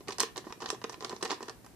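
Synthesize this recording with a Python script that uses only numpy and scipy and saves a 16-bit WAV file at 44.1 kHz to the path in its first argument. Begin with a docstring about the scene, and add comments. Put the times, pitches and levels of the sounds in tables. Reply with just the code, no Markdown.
"""A foil pouch is squeezed over a tray, close to the microphone in a small kitchen.
Creases snap as ragged noise bursts and ring the sheet's modes; scattered ticks make crackle and rustle.
Whole panels buckle with hollow pops, each a rising decaying sine inside a dull burst of noise.
Resonant filters ring the tray, and decaying noise responses supply near reflections and a short room tail.
Beneath lie noise-made room air, a faint mains hum and a low rumble of varying level."""
import sys
import numpy as np
from scipy import signal
from scipy.fft import rfft, irfft, next_fast_len
from scipy.io import wavfile

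SR = 44100
rng = np.random.default_rng(int(sys.argv[2]) if len(sys.argv) > 2 else 0)


def materialize(psi):
    """Save the field psi as 16-bit PCM at rate SR to the path in sys.argv[1].

    A 1-D psi becomes a single channel; in a 2-D psi each row is a channel.
    """
    bounded = np.clip(np.atleast_2d(psi).T, -1, 1)
    quanta = np.round(bounded * 32767).astype(np.int16)
    wavfile.write(sys.argv[1], SR, quanta)


N = 77175
T = np.arange(N) / SR
BLOW_T = T[:2048]  # time axis of one snap or pop

# Level, left-minus-right level and likeness of the two channels (0-1) in each kind of burst.
CRACK_LEVEL_DB, CRACK_PAN_DB, CRACK_LIKENESS = 1.79, -4.1, 0.34
FOIL_LEVEL_DB, FOIL_PAN_DB, FOIL_LIKENESS = -1.2, -2.1, 0.8
POP_LEVEL_DB, POP_PAN_DB, POP_LIKENESS = -9.5, -2.6, 1

FOIL_DECAY_S, TYPICAL_CRACK_MS = 0.0062, 2.8
RING_LENGTH_LAW = 0.36  # exponent: a shorter crack leaves a shorter ring
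SOFT_ATTACK_SHARE = 0.17  # a slower crease also takes longer to give way

# Crease snaps. Each row: start in seconds, relative crack level in dB, relative foil ring level in dB,
# crack brightness in dB per octave, crack decay (to 1/e) in milliseconds.
CREASE_SNAPS = [(.006, -46.5, -53.5, -12.5, 2.1), (0.074, -47, -41.5, -11, 4.9),
                (0.0833, -28, -39, -6.5, 0.66), (0.0866, -42.5, -34, 10, 3), (0.105, -40.5, -38, -0.5, 4.8),
                (.122, -38, -46.5, -3.5, 5), (.183, -32, -34.5, 5, 2.5), (0.1979, -27, -34, 0.5, 2.5),
                (0.2025, -14.5, -26, 10, 1.2), (0.2112, -23.5, -33.5, -6, 0.93),
                (0.214, -27, -29, -10.5, 0.47), (0.2228, -37, -38, -8.5, 1.3), (0.228, -29, -52, 9.5, 2.2),
                (0.2326, -25.5, -29, -3, 1.03), (0.3587, -43, -41, -5, 6.1),
                (0.3691, -39, -39.5, 12.5, 1.6), (.377, -33.5, -35, 0, 3.26), (.441, -70, -46.5, -9, 3.5),
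                (.469, -62, -44.5, -9, 4.6), (0.504, -45, -41, -15.5, 2.4), (.524, -38.5, -38.5, -7, 2.1),
                (0.6032, -46, -41.5, -3, 6.6), (0.6193, -41, -37, 0, 2.2), (0.6255, -48, -36.5, -10, 3.4),
                (0.64, -47, -42.5, -12, 4), (.6575, -33, -33.5, -4.5, 2.5), (.663, -46, -54, -10, 1.6),
                (0.686, -40, -46, -1, 1.2), (0.6899, -34, -50, -9, 2.1), (0.7021, -25, -30, 2, 2.13),
                (0.8153, -53, -43.5, -1, 5.4), (.8395, -38.5, -49, -7.5, 1.3),
                (.8418, -30, -29, -8.5, 0.97), (0.8953, -37.5, -37.5, 2, 2.4), (.923, -48.5, -47, 6, 5.3),
                (.929, -49, -47.5, -9, 6.5), (.9425, -38.5, -44.5, -9.5, 1.5),
                (1.007, -35, -39.5, -8, 0.66), (1.0243, -38, -38.5, -7, 0.77), (1.031, -55, -39.5, -1, 2),
                (1.0458, -30.5, -33.5, -3, 2.5), (1.0949, -36.5, -43.5, -2, 2.9),
                (1.1078, -49, -40.5, -2, 1.3), (1.117, -44, -40.5, -9, 1.1), (1.1254, -56, -35, 2, 1.3),
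                (1.1293, -44, -54, -12, 0.54), (1.165, -40, -55, -3.5, 1.14), (1.209, -52, -43.5, 1, 11),
                (1.2254, -30.5, -32.5, 1.5, 5), (1.233, -49, -32.5, 5, 1.1), (1.2498, -34.5, -35, 9, 1.8),
                (1.2539, -31, -30.5, -7.5, 1.8), (1.260, -39.5, -47, -5, 1.3), (1.292, -46, -38, 1, 2.1),
                (1.3, -38, -36, -8, 6), (1.3052, -27, -33.5, -7, 2.4), (1.3145, -31.5, -28.5, 1, 3.3),
                (1.326, -41, -33.5, -4, 4.3), (1.406, -51, -38, 0, 2), (1.419, -52, -43.5, 1, 1.4),
                (1.4279, -38.5, -40.5, -0.5, 1.7), (1.4825, -41.5, -36.5, -2, 2.5),
                (1.496, -35.5, -38, 1.5, 1.7), (1.6445, -55, -50, 7, 3), (1.6628, -48, -44, 10, 1.3)]
# Spectral shape of a crack. Each row: frequency in Hz, relative density in dB per Hz.
CRACK_COLOUR = [(150, -43.5), (900, -24.5), (1500, -24), (2200, -5.5), (3000, -4.5), (4000, 1.5), (6000, 2),
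                (8000, -6), (10000, -13.5), (12000, -22), (15000, -37.5)]
# Spectral shape of the ringing foil. Each row: frequency in Hz, relative density in dB per Hz.
FOIL_COLOUR = [(120, -30.5), (220, -16.5), (450, 0), (620, -11), (760, 0), (860, -4), (1020, 1),
               (1170, -2.5), (1400, -8), (1600, -11), (1830, -7), (2150, -22), (2800, -12), (5000, -45)]


def creases():
    """Impulsive excitation: each snap is a crack, and a lower ring of the foil around it."""
    out = np.zeros((2, N))
    for start, crack_db, ring_db, tilt, decay_ms in CREASE_SNAPS:
        decay_s = decay_ms / 1000
        length = (decay_ms / TYPICAL_CRACK_MS) ** RING_LENGTH_LAW
        crack = burst(CRACK_COLOUR, decay_s, CRACK_LEVEL_DB, CRACK_PAN_DB, CRACK_LIKENESS,
                      tilt, SOFT_ATTACK_SHARE * decay_s)
        dense_ring = burst(FOIL_COLOUR, FOIL_DECAY_S * length, FOIL_LEVEL_DB, FOIL_PAN_DB, FOIL_LIKENESS)
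        add(out, start, undb(crack_db) * crack)
        add(out, start, undb(ring_db) * (dense_ring + sheet_modes(length)))
    return out


MODE_SPREAD, RING_ATTACK_S = 0.04, 0.00059  # spread: standard deviation, as a share of the pitch
# Strongest modes of the stiff sheet. Each row: central frequency in Hz, relative level in dB,
# decay (to 1/e) in seconds before scaling by the ring length.
SHEET_MODES = [(753, -11, 0.0029), (1025, -7.5, 0.0069), (1119, -18, 0.0053), (1839, -18.5, 0.012)]


def sheet_modes(length):
    """Modal vibration: a few decaying sines, each detuned by the new fold."""
    ringing = 0
    for hz, db, decay_s in SHEET_MODES:
        detuned_hz = hz * (1 + MODE_SPREAD * rng.standard_normal())
        fade = np.exp(-BLOW_T / (decay_s * length))
        ringing = ringing + undb(db) * np.sin(2 * np.pi * detuned_hz * BLOW_T) * fade
    attack = 1 - np.exp(-BLOW_T / RING_ATTACK_S)
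    return np.sqrt(2) * ringing * attack * pan(FOIL_PAN_DB)


CRACKLE_DB, CRACKLE_SCATTER_DB = -14, 4  # relative to the snap's crack level; standard deviation
CRACKLE_DELAY_S = 0.013  # mean wait after the snap


def crackle(count=3):
    """Stochastic relaxation: tiny creases give way at exponentially distributed delays after each snap."""
    out = np.zeros((2, N))
    for start, crack_db, *_ in CREASE_SNAPS:
        for _ in range(count):
            size_db = crack_db + CRACKLE_DB + CRACKLE_SCATTER_DB * rng.standard_normal()
            delay = CRACKLE_DELAY_S * rng.exponential()
            add(out, start + delay, undb(size_db) * tick(0.00047))
    return colour(out, CRACK_COLOUR) * pan(CRACK_PAN_DB)


BUCKLE_ATTACK_S = 0.00048
POP_TONE_DB = -3  # tone before each pop's own level
POP_GLIDE = 0.047  # the pitch rises by this share of the listed pitch as the panel settles
POP_HZ = 371  # the pitch at which a thud has the listed colour
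POP_LOW_HZ = 151  # the pops carry little below this
# Panels buckling. Each row: start in seconds, relative level in dB, pitch midway through the glide in Hz,
# decay (to 1/e) in milliseconds.
PANEL_BUCKLES = [(.006, -46, 364, 6), (.087, -33.5, 393, 7.7), (.100, -42, 420, 3.5), (.187, -45, 402, 9.9),
                 (0.201, -47, 396, 3.3), (0.2133, -32, 427, 3.6), (0.2329, -29.5, 439, 6.4),
                 (.377, -33, 389, 6.7), (.468, -33.5, 321, 4.6), (0.576, -45, 315, 3.6),
                 (.621, -35, 359, 5.9), (0.7283, -31.5, 410.5, 6.8), (0.842, -32, 362, 3.5),
                 (0.895, -42.5, 366, 4.3), (0.978, -48, 338, 9), (1.024, -40, 430, 8.7),
                 (1.048, -41.5, 414, 5.1), (1.089, -46, 405, 3.4), (1.106, -39, 401, 5.7),
                 (1.1307, -31, 378, 4), (1.2281, -29.5, 349, 5.2), (1.244, -37.5, 442, 6.2),
                 (1.306, -31, 460, 2.3), (1.316, -32, 420, 6.9), (1.326, -35.5, 406, 5),
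                 (1.406, -40, 370, 5), (1.427, -36.5, 407, 4.9), (1.484, -46.5, 393, 6)]
# Spectral shape of the thud at the reference pitch. Each row: frequency in Hz, relative density in dB per Hz.
POP_COLOUR = [(50, -32), (130, -23.5), (200, 4.5), (290, 0.5), (400, -3), (500, 0), (650, -2), (900, -11.5),
              (2000, -55)]


def panels():
    """Snap-through buckling: a flipping panel gives a hollow rising tone and a thud, lower if it is larger."""
    out = np.zeros((2, N))
    for start, db, hz, decay_ms in PANEL_BUCKLES:
        decay_s = decay_ms / 1000
        fade = np.exp(-BLOW_T / decay_s)
        pitch = hz * (1 + POP_GLIDE * (.5 - fade))
        phase = 2 * np.pi * np.cumsum(pitch) / SR
        tone = 2 * np.sin(phase) * fade * (1 - np.exp(-BLOW_T / BUCKLE_ATTACK_S))
        thud_colour = [(f * hz / POP_HZ, level) for f, level in POP_COLOUR]
        thud = burst(thud_colour, decay_s, POP_LEVEL_DB, POP_PAN_DB, POP_LIKENESS)
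        add(out, start, undb(db) * (undb(POP_TONE_DB) * tone * pan(POP_PAN_DB) + thud))
    return signal.sosfilt(signal.butter(3, POP_LOW_HZ, "high", fs=SR, output="sos"), out)


KNEAD_CRACK_DB = -5  # crack-coloured part, relative to the foil-coloured part
# Kneading between the snaps. Each row: start in seconds, length in seconds, mean relative tick level in dB.
KNEADING = [(0.088, 0.065, -56.5), (0.446, 0.07, -54.5), (0.608, 0.14, -47.5), (0.899, 0.063, -59.5),
            (1.003, 0.16, -47.5), (1.236, 0.1, -50), (1.411, 0.079, -54.5)]


def rustle(count=18):
    """Granular friction: faint scattered ticks while the fingers knead the pouch."""
    out = np.zeros((2, N))
    for start, length, db in KNEADING:
        for k in range(count):
            when = start + length * (k + rng.random()) / count
            add(out, when, undb(db + 1.4 * rng.standard_normal()) * tick(0.0046))
    dull = colour(out, FOIL_COLOUR, tilt=-2.3)
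    bright = colour(out, CRACK_COLOUR, tilt=-1.5)
    return (dull + undb(KNEAD_CRACK_DB) * bright) * pan(FOIL_PAN_DB)


# Fixed resonances of the tray and its surroundings. Each row: frequency in Hz, gain at the peak in dB
# before panning, time to fall by 60 dB in seconds.
TRAY_MODES = [(308, -6, .11), (395, -3.5, .1), (757, -7, .08), (1005, -8, .05), (1162, -12, .08),
              (1835, -15, .08)]


def surroundings(x):
    """Sympathetic resonance: the tray and the space around it ring briefly at their own pitches."""
    out = 0
    for hz, db, t60 in TRAY_MODES:
        q = np.pi * hz * t60 / np.log(1000)
        out = out + undb(db) * signal.lfilter(*signal.iirpeak(hz, q, fs=SR), x.mean(axis=0))
    return out * pan(FOIL_PAN_DB)


NEAR_DB, NEAR_T60_S = -7, 0.025
ROOM_DB, ROOM_T60_S, ROOM_BUILD_S = -5, 0.26, 0.011
TREBLE_HZ, TREBLE_T60_S = 3500, 0.15
ROOM_BASS_HZ = 500  # below this the reflections reach both channels alike
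# Spectral shape of the reflections. Each row: frequency in Hz, relative density in dB per Hz.
REFLECTION_COLOUR = [(100, -21), (300, -2.5), (400, 0), (600, -8.5), (1500, -2), (4000, 0.5), (8000, 0),
                     (15000, 0.5)]


def echoes(x, db, t60, treble_t60, likeness):
    """Diffuse reverberation: dense reflections build up briefly and fade, the treble at its own pace."""
    noise = pair(N // 4, likeness)
    t = T[:N // 4]
    shared_bass = signal.butter(2, ROOM_BASS_HZ, fs=SR, output="sos")
    noise = noise + signal.sosfiltfilt(shared_bass, noise[1] - noise)
    below_treble = signal.sosfiltfilt(signal.butter(2, TREBLE_HZ, fs=SR, output="sos"), noise)
    build = 1 - np.exp(-t / ROOM_BUILD_S)
    fade = undb(-60 * t / t60) * build
    treble_fade = undb(-60 * t / treble_t60) * build
    decaying = below_treble * fade + (noise - below_treble) * treble_fade
    response = colour(decaying / np.linalg.norm(fade), REFLECTION_COLOUR)
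    return undb(db) * signal.fftconvolve(x.mean(axis=0)[None], response, axes=1)[:, :N]


AIR_DB, AIR_LIKENESS, HISS_LIKENESS, AIR_BASS_HZ = -56.5, 0.53, 0.051, 1510
RUMBLE_DB = -6.5  # added to the rumble's level curve
# Spectral shape of the room air. Each row: frequency in Hz, relative density in dB per Hz.
AIR_COLOUR = [(25, -35.5), (120, -0.5), (250, 1), (460, -8), (750, -9), (1100, -17.5), (1800, -17.5),
              (3300, -22.5), (6000, -22), (13000, -23), (15000, -30)]
# Mains hum. Each row: frequency in Hz, RMS level in dB.
MAINS_HUM = [(59, -76.5), (119, -75)]
# Spectral shape of the rumble. Each row: frequency in Hz, relative density in dB per Hz.
RUMBLE_COLOUR = [(25, -17), (45, 0), (60, 10), (80, -10), (115, 19), (150, -12.5), (300, -53)]
# Level curve of the rumble. Each row: time in seconds, relative level in dB.
RUMBLE_CURVE = [(0.0, -55), (0.28, -63.5), (0.33, -46.5), (0.38, -60), (0.74, -68.5), (0.79, -51),
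                (0.86, -61.5), (1.48, -65), (1.58, -47), (1.66, -58), (1.75, -47)]


def background():
    """Background noise and tones: air more alike on both sides in the bass, steady hum, varying rumble."""
    hiss = pair(N, HISS_LIKENESS)
    bass_filter = signal.butter(1, AIR_BASS_HZ, fs=SR)
    air = signal.lfilter(*bass_filter, pair(N, AIR_LIKENESS) - hiss) + hiss
    hum = 0
    for hz, db in MAINS_HUM:
        hum = hum + undb(db) * np.sqrt(2) * np.sin(2 * np.pi * (hz * T + rng.random()))
    rumble_gain = undb(RUMBLE_DB + np.interp(T, *np.array(RUMBLE_CURVE).T))
    rumble = rumble_gain * colour(pair(N, 0.71), RUMBLE_COLOUR)
    return undb(AIR_DB) * colour(air, AIR_COLOUR) + hum + rumble


RAGGED_DB = 6.5  # approximate spread of the level wandering


def burst(points, decay_s, level_db, pan_db, likeness, tilt=0, attack_s=.0001):
    """Dense modal response: a ragged noise kick dies away, with new noise for every kick."""
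    fade = np.exp(-BLOW_T / decay_s)
    attack = 1 - np.exp(-BLOW_T / attack_s)
    ragged = undb(RAGGED_DB * walk(len(BLOW_T), 1000))
    x = colour(pair(len(BLOW_T), likeness) * fade * ragged * attack, points, tilt)
    # each channel gets the energy of the plain fade
    even = np.sqrt(np.sum(fade ** 2) / np.sum(x ** 2, axis=1, keepdims=True))
    return x * even * undb(level_db) * pan(pan_db)


def tick(decay_s, size=512):
    """Impulse excitation: the brief decaying noise of one tiny crease."""
    return pair(size, CRACK_LIKENESS) * np.exp(-T[:size] / decay_s)


def walk(n, rate):
    """Random modulation: linear interpolation between normal draws, rate per second, spread near 1."""
    return 1.2 * np.interp(T[:n] * rate, np.arange(400), rng.standard_normal(400))


def pair(n, likeness):
    """Interchannel correlation: shared and opposed noise make two channels this much alike."""
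    mid, side = rng.standard_normal((2, n))
    opposed = side * np.array([[1], [-1]])
    return np.sqrt((1 + likeness) / 2) * mid + np.sqrt((1 - likeness) / 2) * opposed


def colour(x, points, tilt=0):
    """Minimum-phase filtering through (Hz, dB) points, tilted in dB per octave; white noise keeps its power."""
    n = next_fast_len(x.shape[-1], True)
    hz, db = np.array(points, float).T
    octave = np.log2(np.clip(np.fft.rfftfreq(n, 1 / SR), 1, None))
    gain = undb(np.interp(octave, np.log2(hz), db + tilt * np.log2(hz)))
    cepstrum = irfft(np.log(gain / np.sqrt(np.mean(gain ** 2))), n)
    # folding the cepstrum forward makes the filter causal
    cepstrum[1:n // 2] *= 2
    cepstrum[n // 2:] = 0
    return irfft(rfft(x, n) * np.exp(rfft(cepstrum)), n)[:, :x.shape[1]]


def undb(db):
    """Logarithmic level: decibels to amplitude ratio."""
    return 10 ** (np.asarray(db) / 20)


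def pan(db):
    """Interchannel level difference: left minus right in dB, split between the channels."""
    return undb(np.array([[db], [-db]]) / 2)


def add(out, start_s, x):
    """Superposition: mix a sound in at its start time."""
    i = int(np.clip(start_s * SR, 0, N - 1))
    out[:, i:i + x.shape[1]] += x[:, :N - i]


LEFT_LAG_S = 4.5e-5  # rounded to whole samples
POP_ROOM_DB = -3  # the pops reach the room more weakly than the snaps


def scene():
    """Superposition of direct sound, near reflections, tray resonance, room tail and background."""
    crinkle = creases() + crackle() + rustle()
    pops = panels()
    pouch = crinkle + pops
    sent = crinkle + undb(POP_ROOM_DB) * pops
    late_left = np.interp(T - round(LEFT_LAG_S * SR) / SR, T, pouch[0])
    direct = np.array([late_left, pouch[1]])
    near = echoes(sent, NEAR_DB, NEAR_T60_S, NEAR_T60_S, likeness=0.16) * pan(-2.9)
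    room = echoes(sent, ROOM_DB, ROOM_T60_S, TREBLE_T60_S, likeness=0.03) * pan(-0.85)
    return direct + near + surroundings(pouch) + room + background()


TOP_HZ = 14600


def record(dry):
    """Band limiting: the recorder cuts the top with a steep low-pass filter."""
    return signal.sosfilt(signal.ellip(8, .2, 70, TOP_HZ, fs=SR, output="sos"), dry)


dry = scene()
out = record(dry)
materialize(out)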